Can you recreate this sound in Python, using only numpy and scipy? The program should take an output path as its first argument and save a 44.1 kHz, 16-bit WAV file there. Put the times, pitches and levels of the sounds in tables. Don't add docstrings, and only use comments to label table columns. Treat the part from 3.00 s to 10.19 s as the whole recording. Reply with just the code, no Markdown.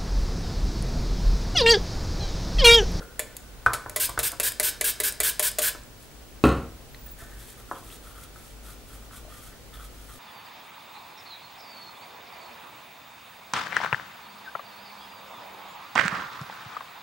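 import sys
import numpy as np
from scipy import signal
from scipy.fft import rfft, irfft, next_fast_len
from scipy.io import wavfile

SR = 44100
rng = np.random.default_rng(int(sys.argv[2]) if len(sys.argv) > 2 else 0)


def materialize(psi):
    bounded = np.clip(np.atleast_2d(psi).T, -1, 1)
    quanta = np.round(bounded * 32767).astype(np.int16)
    wavfile.write(sys.argv[1], SR, quanta)


def level_to_linear(level):
    exponent = np.asarray(level, float) / 20
    return 10 ** exponent


N = 317079

# (frequency [Hz], density [dB per Hz])
TONE_SPECTRUM = [(12, -52), (20, -1.5), (31, -13.5), (53, 1.5), (77, -13), (114, -8.5), (174, -17),
                 (237, -13.5), (351, -18), (428, -17), (1350, -27), (2510, -27.5), (13900, -34.5),
                 (15200, -37), (16500, -45)]
# (frequency [Hz], correlation [0-1])
TONE_LIKENESS = [(40, 0.84), (130, 0.55), (600, 0.59), (1500, 0.32), (4000, 0.096), (15000, 0.15)]
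# (time [s], level [dB])
RUMBLE_SWELL = [(0.0, -46), (0.44, -76), (0.88, -52.5), (1.96, -63), (2.26, -59), (2.54, -59), (3.36, -64),
                (3.54, -47), (5.08, -55.5), (5.69, -44.5), (6.37, -55), (7.19, -48)]
# (time [s], level [dB])
TRICKLE_LEVEL = [(0, -43), (.06, -59), (.15, -59), (.4, -63.5), (.62, -61), (.9, -57), (2.8, -66),
                 (2.95, -70), (7.19, -71)]
# (time [s], length [s], wall ring [dB], rim ring [dB], wet hiss [dB])
CUP_STROKES = [(0.001, 0.028, -61, -70, -63), (2.99, 0.043, -80, -72, -63), (4.054, .04, -63, -64, -64.5),
               (4.174, 0.046, -64, -53, -58), (4.228, 0.18, -68, -56, -64.5),
               (4.394, 0.13, -70, -61.5, -59), (4.566, 0.035, -56, -58, -60.5),
               (4.67, 0.13, -55.5, -81, -62.5), (4.827, 0.12, -58, -62, -58), (5.01, 0.1, -56.5, -66, -62),
               (5.144, 0.095, -56.5, -70, -60.5), (5.333, 0.17, -66, -73, -61.5),
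               (5.627, 0.097, -58.5, -79, -59.5), (5.863, 0.1, -57.5, -81, -61.5),
               (6, 0.052, -62.5, -78, -70), (6.111, 0.067, -53, -70, -58), (6.277, 0.073, -56, -60.5, -62),
               (6.359, .13, -61, -82, -59.5), (6.514, 0.053, -69, -61, -85),
               (6.725, 0.032, -52.5, -53, -62), (6.785, 0.065, -55, -70, -61), (6.903, 0.17, -66, -85, -66),
               (7.07, 0.089, -56.5, -59, -59.5)]
# (frequency [Hz], density [dB per Hz])
FILM_SPECTRUM = [(1060, -26), (1800, 1.5), (2790, -4), (3320, 2.5), (5490, -3), (9000, 4), (15100, -1),
                 (16000, -58.5)]
# (time [s], level [dB], frequency [Hz], T60 [s])
NICKS = [(.009, -31, 500, .03), (.194, -31, 505, .035), (.662, -22, 9000, .001), (.6622, -25, 4200, .002),
         (.663, -27, 2450, .035), (1.177, -31, 5000, .0015), (2.835, -39, 7800, .012),
         (3.439, -20, 13000, .001), (3.946, -35, 1950, .012), (3.947, -36, 4100, .008),
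         (4.713, -36, 5600, .002), (4.7135, -27, 1290, .02), (4.903, -35, 2800, .006),
         (4.915, -40, 3300, .01), (4.925, -38, 3800, .01), (4.945, -38, 9000, .004), (6.25, -40, 620, .06),
         (6.28, -41, 650, .05), (6.74, -38, 3500, .008), (6.757, -39, 3700, .008), (6.772, -38, 3300, .008)]
# (time [s], peak [dB], low body re peak [dB], valve ball re peak [dB],
# grip [dB], where a squeezed bottle favours its lowest mode)
HEAD_DOWN = [(0.193, -8, -18.5, -11, -0.5), (0.7333, -10.5, -13.5, -4, 2.5), (0.9608, -7, -13, -6, -0.5),
             (1.19, -8, -11, -5, 0.5), (1.3984, -6.5, -14, -7.5, 0), (1.5979, -5.5, -13.5, -8, 0),
             (1.8104, -5.5, -14, -10.5, 1.5), (2.0006, -7.5, -13.5, -7.5, 4.5),
             (2.2018, -5.5, -13.5, -6.5, 0), (2.3946, -5, -14.5, -6.5, 0.5), (2.585, -7.5, -10.5, -3, -2)]
# (time [s], peak [dB], low body re peak [dB])
HEAD_BACK = [(0.3668, -28, -36), (0.8959, -29.5, -0.5), (1.0942, -27.5, -5.5), (1.3176, -27.5, -24),
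             (1.52, -27, -11), (2.1236, -29, -9), (2.515, -31, -15), (2.714, -43, -23)]
# (frequency [Hz], density [dB per Hz])
SNAP_SPECTRUM = [(590, -25.5), (1000, -4), (1700, -6.5), (2800, -6), (3900, -3.5), (6310, -11),
                 (6770, -2.5), (11200, -2.5), (15600, -15), (16500, -3.5)]
# (frequency [Hz], level [dB], T60 [s])
BOTTLE_MODES = [(400, -6.5, 0.036), (609.6, -1, 0.068), (1750, -5, 0.025), (1990, -4.5, 0.034),
                (2170, 2.5, 0.0077), (2370, -4, 0.017), (2660, -15, .02)]
# (time [s], peak [dB], base share [dB], wall share [dB], push into the table [dB])
CUP_BUMPS = [(0.6623, 0.5, -24, -0.5, -21.5), (0.666, -22, -2, 11, -40), (0.671, -22, -14, 14, -40),
             (0.678, -35, -13, 10, -40), (0.688, -26, -16, 8, -40), (0.6962, -24, -7, 10, -33),
             (0.705, -25, -2, 12, -40), (0.7205, -34, -17, -3, -40), (0.7262, -27, -17, -6, -40),
             (0.7472, -19, -16, 3, -40), (0.756, -30, -13, -5, -40), (0.861, -23, -12, 11, -8),
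             (1.091, -30, -6, 14.5, -3), (1.098, -36, -8, 14, -30), (1.176, -12.5, -13, 6, -13.5),
             (1.326, -34.5, 5, 14, -21), (1.332, -32, 3, 9, -30), (2.749, -29, -5, 6, -23),
             (4.22, -35, 4, 7, -1), (4.713, -21.5, -1.5, 13, -26), (4.7172, -26, -1, -7, -30),
             (4.738, -46, -3, 3, -26), (4.777, -46, -3, 6, -26), (5.36, -34.5, -19, -11, -26),
             (6.11, -36, -19, -7, -22), (6.77, -45, -4, -8, -20), (6.806, -35, -11, -5, -26)]
# (frequency [Hz], level [dB], T60 [s])
CUP_MODES = [(385, 2, 0.025), (560, -3, 0.04), (662, 2, 0.042), (895, -18, 0.027), (1010, 1, 0.012),
             (1055, -21.5, 0.022), (1127, -3, 0.019), (1287, 2, 0.021), (1318, 5, 0.028),
             (1480, 8.5, 0.023), (1610, -7, 0.016)]
# (time [s], level [dB], T60 [s])
WALL_CHATTER = [
    (0.6615, -30, 0.062),
    (0.664, -49, 0.18),
    (0.696, -50, 0.071),
    (1.1765, -35.5, 0.07),
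]
# (frequency [Hz], density [dB per Hz])
CHATTER_SPECTRUM = [(1200, -27), (1900, 9), (2500, -11), (3300, -4), (5000, -12.5), (9000, -16),
                    (15000, -20)]
# (valve opens [s], stays open [s], level [dB], cup ring re jet [dB])
WATER_JETS = [(0.998, 0.061, -23, -34), (1.229, 0.052, -24, -23), (1.43, 0.056, -23, -17),
              (1.628, 0.065, -23, -18), (1.841, 0.063, -23, -23), (2.033, 0.056, -23.5, -18),
              (2.231, 0.067, -22, -13.5), (2.424, 0.06, -22.5, -17.5), (2.617, 0.073, -23, -13)]
# (frequency [Hz], density [dB per Hz])
MIST_SPECTRUM = [(410, -33), (700, -49), (768, -21), (1050, -12.5), (1200, -30), (1630, 1), (1790, -12.5),
                 (3120, -5.5), (5960, -9.5), (8520, -3.5), (14500, -2), (15900, -5.5), (16500, -51)]
# (frequency [Hz], density [dB per Hz])
DROP_SPECTRUM = [(700, -23), (1600, 12), (3000, -25), (4600, 5), (5100, 17), (5700, -18), (9000, -18),
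                 (14000, -22), (16000, -22)]
# (time [s], base [dB], push into the table [dB])
LANDING = [
    (3.439, -3, -5),
    (3.4425, -10, -32),
    (3.4514, -28, -17),
    (3.47, -21, -20),
    (3.4909, -22, -26),
    (3.503, -28, -31),
    (3.525, -26.5, -33),
]
# (frequency [Hz], level [dB], T60 [s])
TABLE_MODES = [(65.8, 6, 0.46), (91.6, -6, 0.55), (127.9, 1, 0.38), (149, -4, 0.5), (197, -1.5, 0.32),
               (245.7, -5, 0.56), (247, 2, 0.18), (275, -18, 0.2), (317.5, 3.5, 0.26), (402, -2, 0.23),
               (419, 2, 0.26), (483, -14, 0.3), (524, -30, 0.17), (635, -20, .2)]
# (frequency [Hz], level [dB], T60 [s])
BASE_MODES = [(725, -19, 0.081), (780, -17, 0.033), (1050, -13, .12), (1147, -15, 0.06), (1250, -14, 0.066),
              (1308, -2, 0.098), (1380, -3.5, 0.071), (1472, -23, 0.095), (1640, -22, 0.039),
              (1970, -30, 0.044), (2410, -6, 0.025), (2645, -3, 0.016), (2920, -26, 0.044),
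              (4220, -35, 0.0099)]
# (frequency [Hz], density [dB per Hz])
RATTLE_SPECTRUM = [(260, 0.5), (450, 1.5), (600, -6), (748, -5.5), (919, -11), (1040, -7), (1300, -6),
                   (1730, -15.5), (3040, -17), (3340, -24), (4050, -20), (5120, -32.5), (9240, -30.5),
                   (12000, -45), (15600, -36), (22000, -120)]
# (time [s], peak [dB])
LOOSE_HEAD = [(3.453, -25), (3.4644, -33), (3.469, -22.5), (3.4844, -31), (3.5034, -37), (3.5164, -44),
              (3.5254, -39), (3.5523, -48), (3.553, -42)]
# (time [s], length [s], level [dB])
FINGER_SLIPS = [
    (3.88, .075, -68),
    (3.97, .045, -61),
    (4.03, .05, -53),
    (4.095, .05, -51),
]
# (frequency [Hz], T60 [s])
ROOM_DECAY = [(60, .45), (300, .4), (1500, .4), (4000, .36), (8000, .29), (14000, .24)]
# (frequency [Hz], side re mid [dB])
ROOM_WIDTH = [(60, -13), (300, -29), (1500, -30), (5000, -34), (14000, 0)]
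# (frequency [Hz], level [dB])
ROOM_LEVEL = [(200, -0.5), (600, -3), (1400, -5.5), (3000, -8), (6000, -6), (12000, -15)]
# (frequency [Hz], side re mid [dB])
NEAR_WIDTH = [(300, -23), (1500, -35.5), (4000, -36), (8000, -14.5), (11000, -20), (14000, -6.5)]


def in_time(rows):
    s, *columns = np.transpose(rows)
    return [np.interp(np.arange(N) / SR, s, c) for c in columns]


def at_hz(points, hz):
    table = np.array(points)
    return np.interp(np.log(hz + 1), np.log(table[:, 0]), table[:, 1])


def coloured(spectrum, white):
    count = white.shape[-1]
    size = next_fast_len(count)
    gain = level_to_linear(at_hz(spectrum, np.arange(size // 2 + 1) * SR / size))
    x = irfft(rfft(white, size) * gain, size)[..., :count]
    return x / np.sqrt(np.mean(x ** 2))


def gritty(spread_db):
    return rng.standard_normal(N) * level_to_linear(spread_db * np.minimum(rng.exponential(1, N), 5))


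def drift(rate):
    r = np.exp(-2 * np.pi * rate / SR)
    slow = signal.lfilter([1], [1, -2 * r, r * r], rng.standard_normal(N + SR))[SR:]
    return slow / slow.std()


def spikes(times, levels_db):
    out = np.full(N, 1e-18)
    out[np.round(np.asarray(times) * SR).astype(int)] = level_to_linear(levels_db)
    return out


def fading(x, t60):
    return signal.lfilter([1], [1, -level_to_linear(-60 / (t60 * SR))], x)


def ring(x, hz, t60):
    r = level_to_linear(-60 / (t60 * SR))
    w = 2 * np.pi * hz / SR
    return signal.lfilter([0, np.sin(w)], [1, -2 * r * np.cos(w), r * r], x)


def passed(x, hz, kind):
    return signal.sosfilt(signal.butter(2, hz, kind, fs=SR, output="sos"), x)


def unit(x):
    return x / x.std()


def strike(times, levels_db, modes, scatter_db, chatter_s, chatter, sign=-1):
    levels_db = levels_db + scatter_db * rng.standard_normal((len(times), len(modes)))
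    grains = chatter * gritty(7.48) / np.sqrt(chatter_s * SR / 7)
    out = 0
    for k, (hz, db, t60) in enumerate(modes):
        blows = spikes(times, levels_db[:, k] + db)
        burst = fading(blows, chatter_s) * np.roll(grains, 997 * k)
        out = out + sign ** k * ring(blows + burst, hz, t60)
    return out


def stroke(start, length, attack_s, release_db_per_s):
    span = slice(int(start * SR), min(N, int((start + length + .4) * SR)))
    t = np.arange(span.start, span.stop) / SR - start
    gain = np.clip(t / attack_s, 0, 1) * level_to_linear(-release_db_per_s * np.clip(t - length, 0, 1))
    return span, gain, np.clip(t / length, 0, 1)


def floor():
    likeness = [(hz, np.clip(c, 0, .99)) for hz, c in TONE_LIKENESS]
    mid = [(hz, 10 * np.log10(1 + c)) for hz, c in likeness]
    side = [(hz, 10 * np.log10(1 - c)) for hz, c in likeness]
    hiss = coloured(TONE_SPECTRUM, rng.standard_normal((2, N)))
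    grid = np.arange(N // 2 + 1) * SR / N
    both, apart = (irfft(rfft(h) * level_to_linear(at_hz(p, grid)), N) / 2 ** .5 for h, p in zip(hiss, (mid, side)))
    tone = level_to_linear(-46.5) * (both + apart * [[1], [-1]])

    wander = 1 + 0.049 * drift(2.97)
    swell = level_to_linear(in_time(RUMBLE_SWELL)[0] + 2.0 + 2 * drift(2.4))
    rumble = swell * np.sin(2 * np.pi * np.cumsum(50 * wander) / SR)

    turn = 2 * np.pi * np.arange(N) / SR
    throb = 1 + .5 * np.sin(50 * turn)
    whine = level_to_linear(-64 + 1.5 * drift(5.0)) * throb * np.sin(15650 * turn)
    return tone + rumble * level_to_linear([[1.2], [-1.2]]) + whine * level_to_linear([[1.5], [-1.5]])


def settling():
    cavity_hz = 1476
    trickle = gritty(2.4) * level_to_linear(2.5 * drift(18))
    air = ring(ring(trickle, cavity_hz, 0.014), cavity_hz, 0.002)
    return level_to_linear(in_time(TRICKLE_LEVEL)[0]) * unit(air)


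def stirring():
    attack_s, lift_db_per_s = 0.014, 409
    ring_sag_db, film_rise_db = 1, 5.5
    wall_gain, rim_gain, hiss_gain = np.zeros((3, N))
    for start, length, wall_db, rim_db, hiss_db in CUP_STROKES:
        span, contact, along = stroke(start, length, attack_s, lift_db_per_s)
        wall_gain[span] += contact * level_to_linear(wall_db - ring_sag_db * (along - 2.0))
        rim_gain[span] += contact * level_to_linear(rim_db - ring_sag_db * (along - 2.5))
        hiss_gain[span] += contact * level_to_linear(hiss_db + film_rise_db * (along - .5))
    slips = gritty(4.1) * level_to_linear(3.8 * drift(33))
    wall = ring(slips, 1315, 0.018) - 0.7 * ring(slips, 1170, 0.016) - 0.7 * ring(slips, 1470, 0.015)
    wall = wall + level_to_linear(-14) * ring(slips, 3300, 0.012)
    rim = ring(slips, 1510, 0.03) - 0.9 * ring(slips, 1790, 0.022) + 0.3 * ring(slips, 2080, 0.015)
    hiss = coloured(FILM_SPECTRUM, gritty(3.2)) * level_to_linear(2.0 * drift(63))
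    ringing = level_to_linear(4.5) * wall_gain * unit(wall) + level_to_linear(1.0) * rim_gain * unit(rim)
    return passed(ringing, 1420, "high") + level_to_linear(5.5) * hiss_gain * hiss


def nicks():
    return sum(ring(spikes([at], db), hz, t60) for at, db, hz, t60 in NICKS)


def pump():
    s, db, low_db, ball_db, grip_db = np.transpose(HEAD_DOWN)
    back_s, back_db, back_low_db = np.transpose(HEAD_BACK)
    plastic = coloured(SNAP_SPECTRUM, gritty(1.9))
    crisp = unit(signal.lfilter([1, -.6], [1], plastic))
    head = fading(spikes(s + 0.00039, db + 6.5), 0.019) + fading(spikes(back_s, back_db + 15), 0.02)
    ball = fading(spikes(s + 0.00407, db + ball_db + 0.5), 0.086)
    head_burst, ball_burst = signal.lfilter([.2], [1, -.8], [head, ball])

    upper = len(BOTTLE_MODES) - 2
    neck_db = np.tile(db[:, None] - 12.5, upper)
    press_db = np.c_[db + low_db + grip_db, db + low_db - grip_db, neck_db]
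    release_db = np.tile((back_db + back_low_db - 8)[:, None], len(BOTTLE_MODES))
    hits_s = np.r_[s, s + .0045, back_s]
    hits_db = np.r_[press_db - 6, press_db - 10, release_db]
    body = strike(hits_s, hits_db, BOTTLE_MODES, scatter_db=1, chatter_s=0.05, chatter=0.068)
    return level_to_linear(-11.0) * (head_burst * crisp + ball_burst * plastic) + passed(body, 190, "high")


def bumps():
    s, db, base_db, wall_db, push_db = np.transpose(CUP_BUMPS)
    hz = np.array(CUP_MODES)[:, 0]
    share_db = np.where(hz < 700, base_db[:, None], np.where(hz < 1200, wall_db[:, None], 0))
    level_db = db[:, None] - 14 + share_db
    shell = strike(s, level_db[:, :7], CUP_MODES[:7], 1.5, chatter_s=0.05, chatter=0.11, sign=1)
    hollow = strike(s, level_db[:, 7:], CUP_MODES[7:], 1.5, chatter_s=0.05, chatter=0.07, sign=1)
    taps = passed(shell + passed(hollow, 1020, "high"), 226, "high")
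    soft = signal.butter(6, 1620, fs=SR, output="sos")
    taps = passed(signal.sosfilt(soft, taps), 226, "high")
    push = ring(spikes(s, db + push_db - 5.0), 57.7, 0.18) - ring(spikes(s, db + push_db - 7.5), 124.5, 0.18)
    return taps + passed(passed(push, 160, "low"), 160, "low")


def clatter():
    decay = sum(fading(spikes([at], db), t60) for at, db, t60 in WALL_CHATTER)
    return decay * coloured(CHATTER_SPECTRUM, gritty(2.2))


def spray():
    arch_db, swell_db = .8, -1
    flow, landing, dripping = np.zeros((3, N))
    for opens, length, db, cup_db in WATER_JETS:
        span, gate, along = stroke(opens, length, 0.002, 1000)
        gate = gate * level_to_linear(arch_db * np.sin(np.pi * along) + swell_db * along)
        dribble = level_to_linear(-18.5) * stroke(opens, length, 0.01, 185)[1]
        flow[span] += gate * level_to_linear(db - 1.5)
        dripping[span] += dribble * level_to_linear(db - 3.5)
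        landing[span] += gate * np.clip(.3 + 3.0 * along, 0, 1) * level_to_linear(db + cup_db)
    drops, jet = gritty(7.5), gritty(0.33)
    hollow = ring(drops, 1500, 0.024) + .9 * ring(drops, 1700, 0.027)
    cup = landing * unit(passed(hollow, 2150, "high"))
    mist = flow * level_to_linear(0.47 * drift(63)) * coloured(MIST_SPECTRUM, gritty(0.92))
    nozzle = flow * level_to_linear(-10.0) * unit(ring(jet, 8630, .005))
    treble = passed(passed(np.roll(jet, SR), 12000, "high"), 12000, "high")
    fan = flow * level_to_linear(-35) * unit(treble)
    return mist + dripping * coloured(DROP_SPECTRUM, jet) + cup + nozzle, fan


def thud():
    s, db, board_db = np.transpose(LANDING)
    board = sum(ring(spikes(s, board_db + level_db - 13.5), hz, t60) for hz, level_db, t60 in TABLE_MODES)
    board = passed(passed(board, 65, "high"), 65, "high")
    loose = coloured(RATTLE_SPECTRUM, gritty(1.8))
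    buzz = fading(spikes(s, db - 10), 0.014) + fading(spikes(s, db - 19.5), 0.29) * level_to_linear(5.3 * drift(55))
    tick_s, tick_db = np.transpose(LOOSE_HEAD)
    bright = unit(passed(passed(loose, 5600, "high"), 5600, "high"))
    head = fading(spikes(tick_s, tick_db - 10.0), 0.011) * bright
    base = strike(s, db[:, None] - 13.5, BASE_MODES, 0, chatter_s=0.061, chatter=0.051)
    return board, base + passed(buzz * loose, 120, "high") + head


def squeak():
    top_hz, start_hz, rise_s, climb_hz = 15800, 10200, 0.067, 404
    since = np.clip(np.arange(N) / SR - FINGER_SLIPS[0][0], 0, None)
    hz = top_hz - (top_hz - start_hz) * np.exp(-since / rise_s)
    gain = np.zeros(N)
    for start, length, db in FINGER_SLIPS:
        span, contact, along = stroke(start, length, 0.013, 900)
        gain[span] += contact * level_to_linear(db + 4.8 * (1.0 + along))
        hz[span] += climb_hz * (along - .5) * np.clip(2 * contact, 0, 1)
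    phase = 2 * np.pi * np.cumsum(hz * (1 + 0.0035 * drift(80))) / SR
    return gain * level_to_linear(3.3 * drift(50)) * np.sin(phase)


def room(x, gap_s):
    t = np.arange(SR // 2) / SR
    white = rng.standard_normal((2, len(t)))
    echoes = 0
    for k, hz in enumerate(45 * 2. ** np.arange(0, 8.6, .5)):
        edges = [hz / 2 ** .25, min(hz * 2 ** .25, .45 * SR)]
        band = signal.butter(2, edges, "band", fs=SR, output="sos")
        mid, side = signal.sosfilt(band, np.roll(white, 1009 * k, axis=1))
        t60 = at_hz(ROOM_DECAY, hz)
        pair = mid + level_to_linear(at_hz(ROOM_WIDTH, hz)) * side * [[1], [-1]]
        echoes = echoes + pair * level_to_linear(at_hz(ROOM_LEVEL, hz) - 60 * t / t60) / np.sqrt(t60 * SR / 14)
    echoes = echoes * np.clip(t / gap_s, 0, 1)
    return signal.fftconvolve(x[None], echoes, axes=1)[:, :N]


def scene():
    jets, fan = spray()
    near = settling() + stirring() + nicks() + pump() + bumps() + clatter() + jets + squeak()
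    flat = [(300, 0), (16000, 0)]
    scatter = coloured(flat, rng.standard_normal(2000)) * level_to_linear(-np.arange(2000) * .025) / 12
    grid = np.arange(N // 2 + 1) * SR / N
    side = irfft(rfft(near) * rfft(scatter, N) * level_to_linear(at_hz(NEAR_WIDTH, grid)), N)
    direct = near * level_to_linear([[.2], [-.2]]) + (side + fan) * [[-1], [1]]

    board, base = thud()
    far_db, board_wet_db = 4, -11
    far = room(base + level_to_linear(board_wet_db - far_db) * board, 0.005)
    echoes = room(near, .007) + level_to_linear(far_db) * passed(far, 63, "high")
    return direct + (board + base) * level_to_linear([[.2], [-.2]]) + echoes + floor()


def band_limit(x):
    return signal.sosfilt(signal.butter(12, 16970, fs=SR, output="sos"), x)


def record(dry):
    low_pass = signal.ellip(12, .3, 45, 15740, fs=SR, output="sos")
    mix = signal.sosfilt(low_pass, dry)
    return band_limit(mix)


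dry = scene()
out = record(dry)
materialize(out)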